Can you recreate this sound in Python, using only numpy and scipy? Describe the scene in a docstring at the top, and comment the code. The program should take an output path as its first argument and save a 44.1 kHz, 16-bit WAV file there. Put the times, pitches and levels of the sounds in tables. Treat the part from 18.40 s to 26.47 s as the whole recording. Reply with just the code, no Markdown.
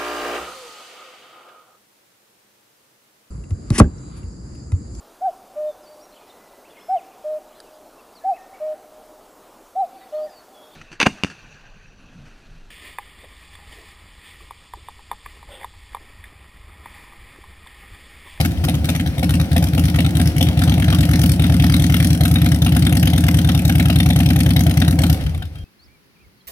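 """A large V-twin idles unevenly while it rolls away from a shed wall, then is switched off and coasts down.
Each firing rings its own exhaust pipe as a thump, then barks and cracks at the pipe mouth as shaped noise
and decaying modes; the wall returns the crack later and later. Filtered noise gives gas flow and clatter.
The engine stops short; the quiet lawn below it is noise hush, puffs and a faint hum, with gliding sines as birds."""
import sys
import numpy as np
from scipy import signal
from scipy.fft import rfft, irfft, next_fast_len
from scipy.io import wavfile
from scipy.ndimage import map_coordinates

SR = 44100
rng = np.random.default_rng(int(sys.argv[2]) if len(sys.argv) > 2 else 0)


def volts(x):
    """Linear amplitude factor 10**(x/20) for a level x in dB, scalar or array-like."""
    e = np.asarray(x, float) / 20
    return 10 ** e


def waveform_to_disk(signal):
    """Save audio, clipped to [-1, 1], as 16-bit WAV at the path in sys.argv[1]."""
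    frames = np.transpose(np.atleast_2d(signal))
    scaled = np.clip(frames, -1, 1) * 32767
    samples = np.round(scaled).astype(np.int16)
    wavfile.write(sys.argv[1], SR, samples)


N = 355887
ENGINE_END_S = 7.243

# per cylinder: blast after firing/ms, return along the pipe after firing/ms, wall echo of crack/dB, of hiss/dB
CYLINDERS = [(-2.5, 14.06, -3.5, -0.5), (1.6, 14.69, -7.5, -2.5)]
# spectrum shape of escaping gas, also the base of the clatter: f/Hz, relative density/dB
GAS_SPECTRUM = [(590, -7), (1000, -11), (1110, -8.5), (1360, -1), (2220, -1.5), (2810, -1.5), (3050, -2.5),
                (5810, -5), (7260, -14), (9070, -5), (12500, -4.5), (15700, -16), (16500, -59)]


def unit(x):
    """Scaled to rms 1."""
    return x / np.sqrt(np.mean(x ** 2) + 1e-20)


def along(points, hz):
    """(Hz, value) points read on a log axis."""
    f, v = np.transpose(points)
    return np.interp(np.log(hz + 1), np.log(f + 1), v)


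def curves(rows, s):
    """Each column after the time, read at times s."""
    at, *cols = np.transpose(rows)
    return [np.interp(s, at, c) for c in cols]


def wobble(rate_hz):
    """A smooth random curve, rate_hz knots a second."""
    knots = rng.standard_normal(int(N * rate_hz / SR) + 4)
    return map_coordinates(knots, [np.arange(N) * rate_hz / SR])


def filtered(x, response):
    """x times a complex response of frequency."""
    m = next_fast_len(x.shape[-1] + 8192)
    spectrum = rfft(x, m) * response(np.fft.rfftfreq(m, 1 / SR))
    return irfft(spectrum, m)[..., :x.shape[-1]]


def add(track, s, sound):
    """Lays a sound on the track at time s."""
    i = round(s * SR)
    part = sound[..., max(-i, 0):]
    track[..., max(i, 0):max(i, 0) + part.shape[-1]] += part


def ring(hz, t60_s, t):
    """Decaying sines, one row per mode."""
    return np.sin(2 * np.pi * np.outer(hz, t)) * volts(-60 * t / np.reshape(t60_s, (-1, 1)))


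def struck(modes, t, spread_db):
    """Rows (f/Hz, level/dB, t60/s) rung at new strengths and slightly new pitches; peak 1."""
    hz, db, t60_s = np.transpose(modes)
    luck = rng.standard_normal((2, len(hz)))
    sound = volts(db + spread_db * luck[0]) @ ring(hz * (1 + 0.021 * luck[1]), t60_s, t)
    return sound / np.abs(sound).max()


def swell(t, rise_s, tail_db, tail_t60_s):
    """A burst that swells for rise_s, falls and leaves a weak tail; peak near 1."""
    u = t / rise_s
    burst = (u * np.exp(1 - u)) ** 2
    tail = (1 - np.exp(-u * u)) * volts(tail_db - 60 * t / tail_t60_s)
    return burst + tail * (1 - (t / t[-1]) ** 4)


def firings():
    """Rows (s, thump, bark, crack, hiss dB): cylinders alternate; a misfire slows the crank, enriches the next charge."""
    # idle speed as the carburettor hunts, before sag and coasting: t/s, rate/(engine cycles per s)
    speed = [(0.0, 9.32), (0.35, 10.839), (0.66, 8.516), (1.08, 10.18), (1.32, 9.873), (1.75, 9.87),
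             (2.11, 10.182), (2.57, 9.524), (2.84, 9.979), (3.3, 10.097), (3.54, 9.696), (3.97, 9.592),
             (4.13, 10.331), (4.71, 9.435), (5.19, 9.938), (5.57, 9.768), (5.74, 10.049), (6.16, 9.795),
             (6.45, 9.257), (6.72, 9.236)]
    # strokes that burn badly: t/s, crank speed lost/%, thump loss/dB, gas spit loss before loss_share/dB
    misfires = [(0.107, 32.0, 8, 12), (0.172, -3.2, 21, 15), (0.382, 10.6, 21, 19), (0.712, 4.1, 13, 28),
                (1.042, 22.0, 38, 20), (1.269, 6.7, 5, 6), (1.482, 3.6, 3, 4), (1.69, 6.4, 7, 9),
                (1.9, 10.0, 33, 21), (2.111, 7.7, 9, 12), (2.935, 4.8, 5, 11), (3.748, 0.7, 3, 5),
                (4.159, 8.0, 4, 12), (5.191, 3.9, 6.5, 6), (6.31, 2.0, 4, 3), (6.526, 1.5, 1.5, 9)]
    # sound firing as the bike moves, first cylinder unless named:
    # t/s, thump of first/dB, thump of second/dB, bark/dB, crack/dB, hiss/dB
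    usual_blows = [(0, -4, -1.5, -30, -27, -31), (.7, -8.5, 0, -34.5, -26.5, -31.5),
                   (.95, -3, 3, -26, -26, -30), (1.9, -2.2, 2.5, -37.5, -24, -31.5),
                   (2.3, -0.7, 2, -28, -25, -33), (3.25, 0.2, 3.5, -32, -21.5, -26),
                   (3.7, -0.1, 2.5, -32, -23, -23.5), (4.9, -0.15, 2.5, -28.5, -22, -25.5),
                   (6.7, -0.1, 3.5, -29, -20.5, -25)]
    # blows that stand out, in place of scatter: t/s, then thump, bark, crack, hiss over a usual blow/dB
    hard_blows = [(.002, 0, 11.5, 5.5, 4), (.284, 0.31, 6, 4, 2.5), (.489, 0.19, 5, 5, 4),
                  (.597, 0, -3, 0.5, -2.5), (.831, 0, 3, 3, 2), (.998, .5, -1, 2.5, 0.5),
                  (1.163, 0.38, 2.5, 4.5, 3), (1.378, 0, 1.5, 0.5, 2), (1.587, 0, 5, 4, 0),
                  (2.009, 0.24, 8.5, 5.5, 5.5), (2.217, .5, -3, 2, 4), (2.481, 0, 7, 3, -1),
                  (2.526, 0.1, 2, 3, 3), (2.734, 0, 1, 2, 3), (2.836, 1, 4, 0, 6), (3.24, 1, 9, 1, .5),
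                  (3.396, 0, 2.5, -2.5, -1), (3.6, 0, -4, 3.5, 0), (3.807, 0.1, 10, 1.5, 1),
                  (3.852, 0.13, -3, 2, 1.5), (4.117, .7, 5, 0.5, 0), (4.219, 0, 0, .5, 2),
                  (4.364, .5, 7.5, 2.5, 2.5), (4.524, -0.2, 4, 2, 2.5), (4.628, 0.32, 2, 3.5, 1.5),
                  (4.777, 0, -1, -2, 3), (4.882, 0, -1, 0.5, 2), (5.147, 0, 1.5, 0, 0.5),
                  (5.295, -0.12, -5, 2.5, 0), (5.397, 0.55, 5, 2, 1), (5.557, 0.42, -4, 1, 2.5),
                  (5.602, -0.21, 1, 1.5, 1), (5.902, 0.67, 1, -0.5, -1), (6.163, 0.26, 5, 3, 3.5),
                  (6.371, 0, 4, -1.5, 1.5), (6.479, -0.22, 1, 0.5, 3.5), (6.59, -1, 5, -1, 1.5),
                  (6.636, 0, -1, -0.5, 0), (6.695, 0.31, 5, -1.5, 4)]
    # unburnt strokes per cylinder: thump drop/dB, its further fall/(dB/s), the same two for gas before loss_share
    coasting = [(7, 38, 12.6, 27), (24, 1, 14.2, 21)]
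    # second cylinder over first: bark/dB, crack/dB, hiss/dB
    second_db = (1, 3, 1)
    # how far each follows the gas spit loss: bark, crack, hiss [ratio]
    loss_share = (0.98, 0.76, 0.82)
    # gain when a cylinder fires again after a miss: bark/dB, crack/dB, hiss/dB
    rich_db = (6, -0.5, 1)
    # blow-to-blow deviation: thump/dB, bark/dB, crack/dB, hiss/dB
    scatter_db = (.6, 4.5, 1.6, 2)
    first_s, key_off_s, last_s = .0015, 6.72, 7.2
    short_gap = .4305  # share of the cycle from first to second cylinder
    sag_left = .5728  # speed sag left one stroke later
    coast_hz_per_s = 16.118  # loss of cycle rate after the key is off
    match_s = .008

    rows, s, sag, missed = [], first_s, 0, [0, 0]
    luck = rng.standard_normal((200, 4)) * scatter_db
    while s < last_s:
        cyl, coast_s = len(rows) % 2, max(s - key_off_s, 0)
        near = lambda table, usual: next((row[1:] for row in table if abs(row[0] - s) < match_s), usual)
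        lost_pct, thump_loss, gas_loss = near(misfires, (0, 0, 0))
        odd_db = near(hard_blows, luck[len(rows)])
        *thump_db, bark_db, crack_db, hiss_db = curves(usual_blows, s)
        if coast_s:
            drop, fall, gas_drop, gas_fall = coasting[cyl]
            thump_loss = drop + fall * coast_s
            gas_loss = gas_drop + gas_fall * coast_s
        gas_db = np.array([bark_db, crack_db, hiss_db]) + cyl * np.array(second_db)
        gas_db = gas_db + missed[cyl] * np.array(rich_db) - gas_loss * np.array(loss_share)
        rows.append([s, *(np.r_[thump_db[cyl] - thump_loss, gas_db] + odd_db)])
        missed[cyl] = gas_loss > 0
        sag = sag * sag_left + lost_pct / 100
        cycles_per_s = curves(speed, s)[0] * (1 - sag) - coast_hz_per_s * coast_s
        s += (short_gap, 1 - short_gap)[cyl] / cycles_per_s
    return rows


def thumps(blows):
    """Each blast rings its pipe, and rings it again when it has run the pipe's length and back."""
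    # pipe modes: f/Hz, t60/s, signed size from the outgoing blast, signed size from its return
    first_pipe = [(77.4, 0.13, 0.022, 0.58), (104.64, 0.15, -0.59, -0.26), (157.5, 0.079, 0.53, -0.5),
                  (185.3, 0.67, -0.092, 0.134), (261, 0.17, -0.075, 0.089), (297.3, 0.12, 0.054, -0.15)]
    # the same columns: f/Hz, t60/s, signed blast size, signed return size
    second_pipe = [(81.8, 0.22, 0.18, 0.12), (124.8, 0.21, -0.15, -0.055), (169.7, 0.17, 0.024, -0.35),
                   (183.8, 0.13, -0.2, 0.14), (245, 0.12, 0.18, -0.045), (297.7, 0.23, -0.03, 0.12)]
    track, t = np.zeros(N + SR), np.arange(SR // 5) / SR
    scatter = rng.standard_normal((len(blows), 6))
    for k, (s, db, *_) in enumerate(blows):
        hz, t60_s, blast, back = np.transpose((first_pipe, second_pipe)[k % 2])
        blast_ms, back_ms = CYLINDERS[k % 2][:2]
        modes = ring(hz, t60_s, t) * volts(db + 0.3 * scatter[k, :, None])
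        add(track, s + blast_ms / 1000, blast @ modes)
        add(track, s + back_ms / 1000, back @ modes)
    # a slow pressure wave: no treble
    return filtered(track[:N], lambda hz: hz ** 6 / (hz ** 6 + 44 ** 6) / np.sqrt(1 + (hz / 370) ** 14))


def cracks(blows):
    """Upper modes bark, gas spits at the pipe mouth and the wall returns it: a shared wave and two loose ones."""
    # wall echo: t/s, delay/ms, level before each cylinder's own echo level/dB
    wall = [(0, 9.2, 3.5), (.5, 10.8, 1.5), (1, 14.5, 1.5), (1.5, 16.5, 5), (2, 17.6, 6), (2.5, 21.4, 5.5),
            (3, 25.4, 0.5), (3.5, 25, 0), (4, 28, -2.5), (4.8, 27.8, -3.4), (7.3, 30.7, -3)]
    # pipe-end ringing: f/Hz, relative level/dB, t60/s
    mouth = [(1305, -4.5, 0.079), (1870, 5.5, 0.03), (2162, 4.5, 0.074), (2550, -20, 0.04),
             (3164, 14.5, 0.035), (3684, 5.5, 0.2)]
    # upper pipe modes: f/Hz, relative level (first: before hollow)/dB, t60 (all but first: 3.6 ms short)/s
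    bark_table = [(522.7, -9, 0.14), (653, -5, 0.11), (721.4, 6, 0.049), (819, -6, 0.095)]
    # the lowest bark mode is strongest near the shed: t/s, gain/dB
    hollow = [(0, 6), (2, 5.5), (3, -2.5), (7.3, -3.5)]
    # the hiss brightens and dulls as the bike moves: t/s, tilt/(dB/octave)
    hiss_tilt = [(0, -.5), (1.2, 0.5), (2.5, -1.5), (3.5, 0), (4.5, 0.5), (6.7, 0), (7.3, -1)]
    # casing modes: f/Hz, relative level/dB, t60/s
    casing = [(1380, -1, 0.055), (1520, -.5, .06), (1720, -2, .04)]
    clunk_s, clunk_db = 7.021, -18.5

    track, t = np.zeros((3, N + SR)), np.arange(3072) / SR
    hz = np.fft.rfftfreq(len(t), 1 / SR)
    high = 1 / (1 + (4700 / (hz + 1)) ** 8)
    crack_shape = swell(t, 0.0044, -12, 0.56)
    hiss_shape = swell(t, 0.0031, -15.5, 0.38)
    # the wall's return swells faster than the blow and leaves a stronger, shorter tail
    echo_shape = swell(t, 0.0025, -9.5, 0.26)
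    loose = [[1], [.4], [-.4]]
    for k, (s, _, bark_db, crack_db, hiss_db) in enumerate(blows):
        delay_ms, wall_db = curves(wall, s)
        # every blow has its own colour
        patch_db = 3.5 * np.interp(hz, np.linspace(0, SR / 2, 56), rng.standard_normal(56))
        gas = rfft(rng.standard_normal((3, len(t)))) * volts(along(GAS_SPECTRUM, hz) + patch_db)
        spit = 0.62 * unit(irfft(gas * (1 - high)))
        crack = volts(crack_db) * (spit + 2.63 * struck(mouth, t, 6.7) * loose)
        bright = volts(curves(hiss_tilt, s)[0] * np.log2((hz + 1) / 8000))
        hiss = volts(hiss_db) * unit(irfft(gas * high * bright))
        # the outflow sputters
        ragged = volts(3.1 * np.interp(t, np.linspace(.006, t[-1], 20), np.r_[0, rng.standard_normal(19)]))
        bark_modes = np.array(bark_table, float)
        bark_modes[0, 1] += curves(hollow, s)[0]
        bark_modes[1:, 2] += 0.0036
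        bark = volts(bark_db + 10) * (1 - np.exp(-t / 0.002)) * struck(bark_modes, t, 2.7) * loose
        add(track, s - .003, bark)
        add(track, s - .0015, crack_shape * ragged * crack)
        add(track, s - .0003, hiss_shape * hiss)
        crack_echo_db, hiss_echo_db = CYLINDERS[k % 2][2:]
        returned = volts(crack_echo_db) * crack + volts(hiss_echo_db) * hiss
        add(track, s - .0008 + delay_ms / 1000, volts(wall_db) * echo_shape * returned)
    # the drive takes up its slack as the crank slows
    add(track, clunk_s, volts(clunk_db) * (1 - np.exp(-t / 0.0018)) * struck(casing, t, 1.5) * loose)
    return track[:, :N]


def running():
    """Gas rumbles, hums and growls in the pipes; valve gear and chain clatter above: filtered, wavering noise."""
    # levels before waver and trims: t/s, rumble/dB, pipe hum/dB, growl/dB, clatter/dB
    flow_levels = [(0, -24.5, -25, -37, -39.5), (.6, -30, -25.5, -38, -39.5), (2, -23.5, -32, -34, -37),
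                   (3, -27.5, -34, -35, -37), (4.5, -28.5, -36, -35.5, -38.5), (6.65, -27, -36, -35, -39),
                   (6.78, -31.5, -18.5, -35.5, -36.5), (6.95, -38, -20, -46.5, -42),
                   (7.1, -44, -25, -51, -50), (7.24, -56, -29, -60, -49)]
    # spectrum shape: f/Hz, relative density/dB
    rumble_spectrum = [(25, -51), (48, 1), (70, -21.5), (150, -3), (300, -2.5), (350, -5.5), (430, -44)]
    # spectrum shape: f/Hz, relative density/dB
    growl_spectrum = [(330, -55), (400, -2.5), (460, -8.5), (520, 2), (600, -6), (720, 0), (860, -11),
                      (1050, -17), (1200, -50)]
    rumble_db, hum_db, growl_db, clatter_db = curves(flow_levels, np.arange(N) / SR)

    def noise(response):
        return unit(filtered(rng.standard_normal(N), response))

    def pipe(f):
        # resonances: centre/Hz, width/Hz, gain before squaring/dB
        modes = [(78.4, 26.4, 3.5), (147, 16.6, -5), (252, 11, -17)]
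        return sum(volts(db) * 1j * f * w / (c * c - f * f + 1j * f * w) for c, w, db in modes)

    steady_db = 1.5 * wobble(20.5) - 3
    rumble = volts(rumble_db + steady_db) * noise(lambda f: volts(along(rumble_spectrum, f)))
    hum = volts(hum_db + 2.8 * wobble(13)) * noise(lambda f: pipe(f) ** 2)
    sway_db = 1.5 * wobble(30) - 1.5
    growl = volts(growl_db + sway_db) * noise(lambda f: volts(along(growl_spectrum, f)))
    unrest_db = 2.5 * wobble(45) + 1.2 * wobble(12) - 3.5
    dulled = lambda f: volts(along(GAS_SPECTRUM, f) - 6.5 * np.log2(1 + f / 4000))
    clatter = volts(clatter_db + unrest_db) * noise(dulled)
    flow = rumble + hum + growl + clatter
    return np.array([flow, np.roll(flow, 900), np.roll(flow, -1300)])  # the loose parts come by other paths


def ports(common, loose):
    """Two microphone ports: a shared wave with a phase lead, plus a part of each port's own."""
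    # phase by which the left port leads: f/Hz, lead/rad
    lead = [(20, .01), (300, 0.2), (700, 0.68), (1210, 1.47), (2240, 1.96), (4910, 2.66), (8700, 13.96),
            (11900, 30.26), (16500, 25)]
    # left over right: f/Hz, level/dB
    left_tilt = [(60, 1.5), (200, 0.5), (400, 0.5), (1290, -1), (2380, 4), (4400, 5), (8120, 4), (11500, 0),
                 (14000, 5)]
    # power unrelated between ports: f/Hz, share
    diffuse = [(100, 0.032), (400, 0.21), (800, 0.047), (2000, 0.31), (5000, 0.9), (15000, 0.63)]
    side = np.array([[.5], [-.5]])
    share = lambda hz: np.clip(along(diffuse, hz), 0, 1)
    tilt = lambda hz: volts(side * along(left_tilt, hz))
    phase = lambda hz: np.exp(1j * side * along(lead, hz))
    shared = filtered(common, lambda hz: tilt(hz) * np.sqrt(1 - share(hz)) * phase(hz))
    return shared + filtered(loose, lambda hz: tilt(hz) * np.sqrt(share(hz)))


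def lawn():
    """Far hush of leaves, low puffs of air on the ports and a faint far hum: noise bands and wavering sines."""
    # hush spectrum shape: f/Hz, relative density/dB
    hush_spectrum = [(18, -36), (30, -11), (179, 1.5), (355, -5.5), (569, -13.5), (2230, -12.5),
                     (3400, -17), (4650, -15.5), (7870, -29), (9710, -22.5), (16000, -26)]
    # left-right likeness: f/Hz, correlation
    alike = [(60, 0.404), (380, 0.39), (2380, -0.25), (15000, 0.11)]
    # puffs on the ports: t/s, peak/dB, rise and fall/(dB/s)
    puff_table = [(7.255, -58, 700), (7.484, -50, 197), (7.86, -49, 370)]
    # hum, before its waver: f/Hz, rms level/dB
    hum_table = [(355.3, -73), (414.5, -77), (532.9, -82)]
    t, still_db = np.arange(N) / SR, -75  # still_db: air between the puffs
    turn = lambda hz: np.arccos(np.clip(along(alike, hz), -1, 1)) / 2
    split = lambda hz: volts(along(hush_spectrum, hz)) * np.array([np.cos(turn(hz)), np.sin(turn(hz))])
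    mid, side = filtered(rng.standard_normal((2, N)), split)
    hush = volts(-56.5) * unit(np.array([mid + side, mid - side]))
    puffs = unit(filtered(rng.standard_normal((2, N)), lambda hz: 1 / (1 + ((hz - 80) / 25) ** 2)))
    air = volts(still_db) + sum(volts(db - slope * np.abs(t - s)) for s, db, slope in puff_table)
    drone = sum(np.sqrt(2) * volts(db + 2.3 * wobble(6)) * np.sin(2 * np.pi * hz * t) for hz, db in hum_table)
    return hush + air * puffs + drone


def birds():
    """Thin whistles: gliding sines with soft ends, the later ones wavering in pitch; level flutters per port."""
    # notes, each an arc: t/s, length/s, share before the turn, start f/Hz, turn f/Hz, end f/Hz,
    # level before soft ends and flutter/dB
    notes = [(6.98, 0.045, 0.28, 3280, 3160, 3100, -56), (7.148, 0.1, .5, 3180, 3200, 3200, -51),
             (7.237, .045, .5, 2550, 2590, 2620, -64), (7.385, 0.064, .7, 4100, 4630, 4900, -59),
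             (7.435, .04, .4, 4900, 5400, 4300, -60), (7.463, 0.13, 0.59, 2156, 2400, 2100, -64),
             (7.745, .035, .5, 2800, 2550, 2250, -65), (7.78, 0.088, .4, 2350, 2450, 2050, -63),
             (7.81, .03, .4, 2650, 2720, 2600, -65), (7.965, .065, .5, 4550, 4400, 3750, -68),
             (8.005, .02, .5, 3300, 3250, 3200, -70)]
    waver_depth = .014
    track, waver = np.zeros(N + SR), wobble(90)
    for s, length_s, turn_at, start_hz, turn_hz, end_hz, db in notes:
        t = np.arange(0, length_s, 1 / SR)
        hz = np.interp(t / length_s, [0, turn_at, 1], [start_hz, turn_hz, end_hz])
        if s > ENGINE_END_S + .1:
            hz = hz * (1 + waver_depth * waver[round(s * SR):][:len(t)])
        whistle = np.sin(2 * np.pi * np.cumsum(hz) / SR)
        add(track, s, np.sqrt(2) * volts(db) * signal.windows.tukey(len(t), .4) * whistle)
    return track[:N] * volts(3.4 * np.array([wobble(65), wobble(60)]))


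def scene():
    """The engine, closed by a 1 ms fade at its end time; lawn and birds run on unfaded."""
    blows = firings()
    parts = cracks(blows) + running()
    engine = ports(parts[0] + thumps(blows), parts[1:])
    gate = np.clip((ENGINE_END_S - np.arange(N) / SR) / 0.00099, 0, 1)
    return engine * gate + lawn() + birds()


def band_limit(x):
    """A steep low-pass at the top of the band."""
    return signal.sosfilt(signal.butter(12, 16970, fs=SR, output="sos"), x)


def record(dry):
    """Peaks round off near full scale."""
    rounded = dry / (1 + np.abs(dry / 1.03) ** 8) ** (1 / 8)
    return band_limit(rounded)


dry = scene()
out = record(dry)
waveform_to_disk(out)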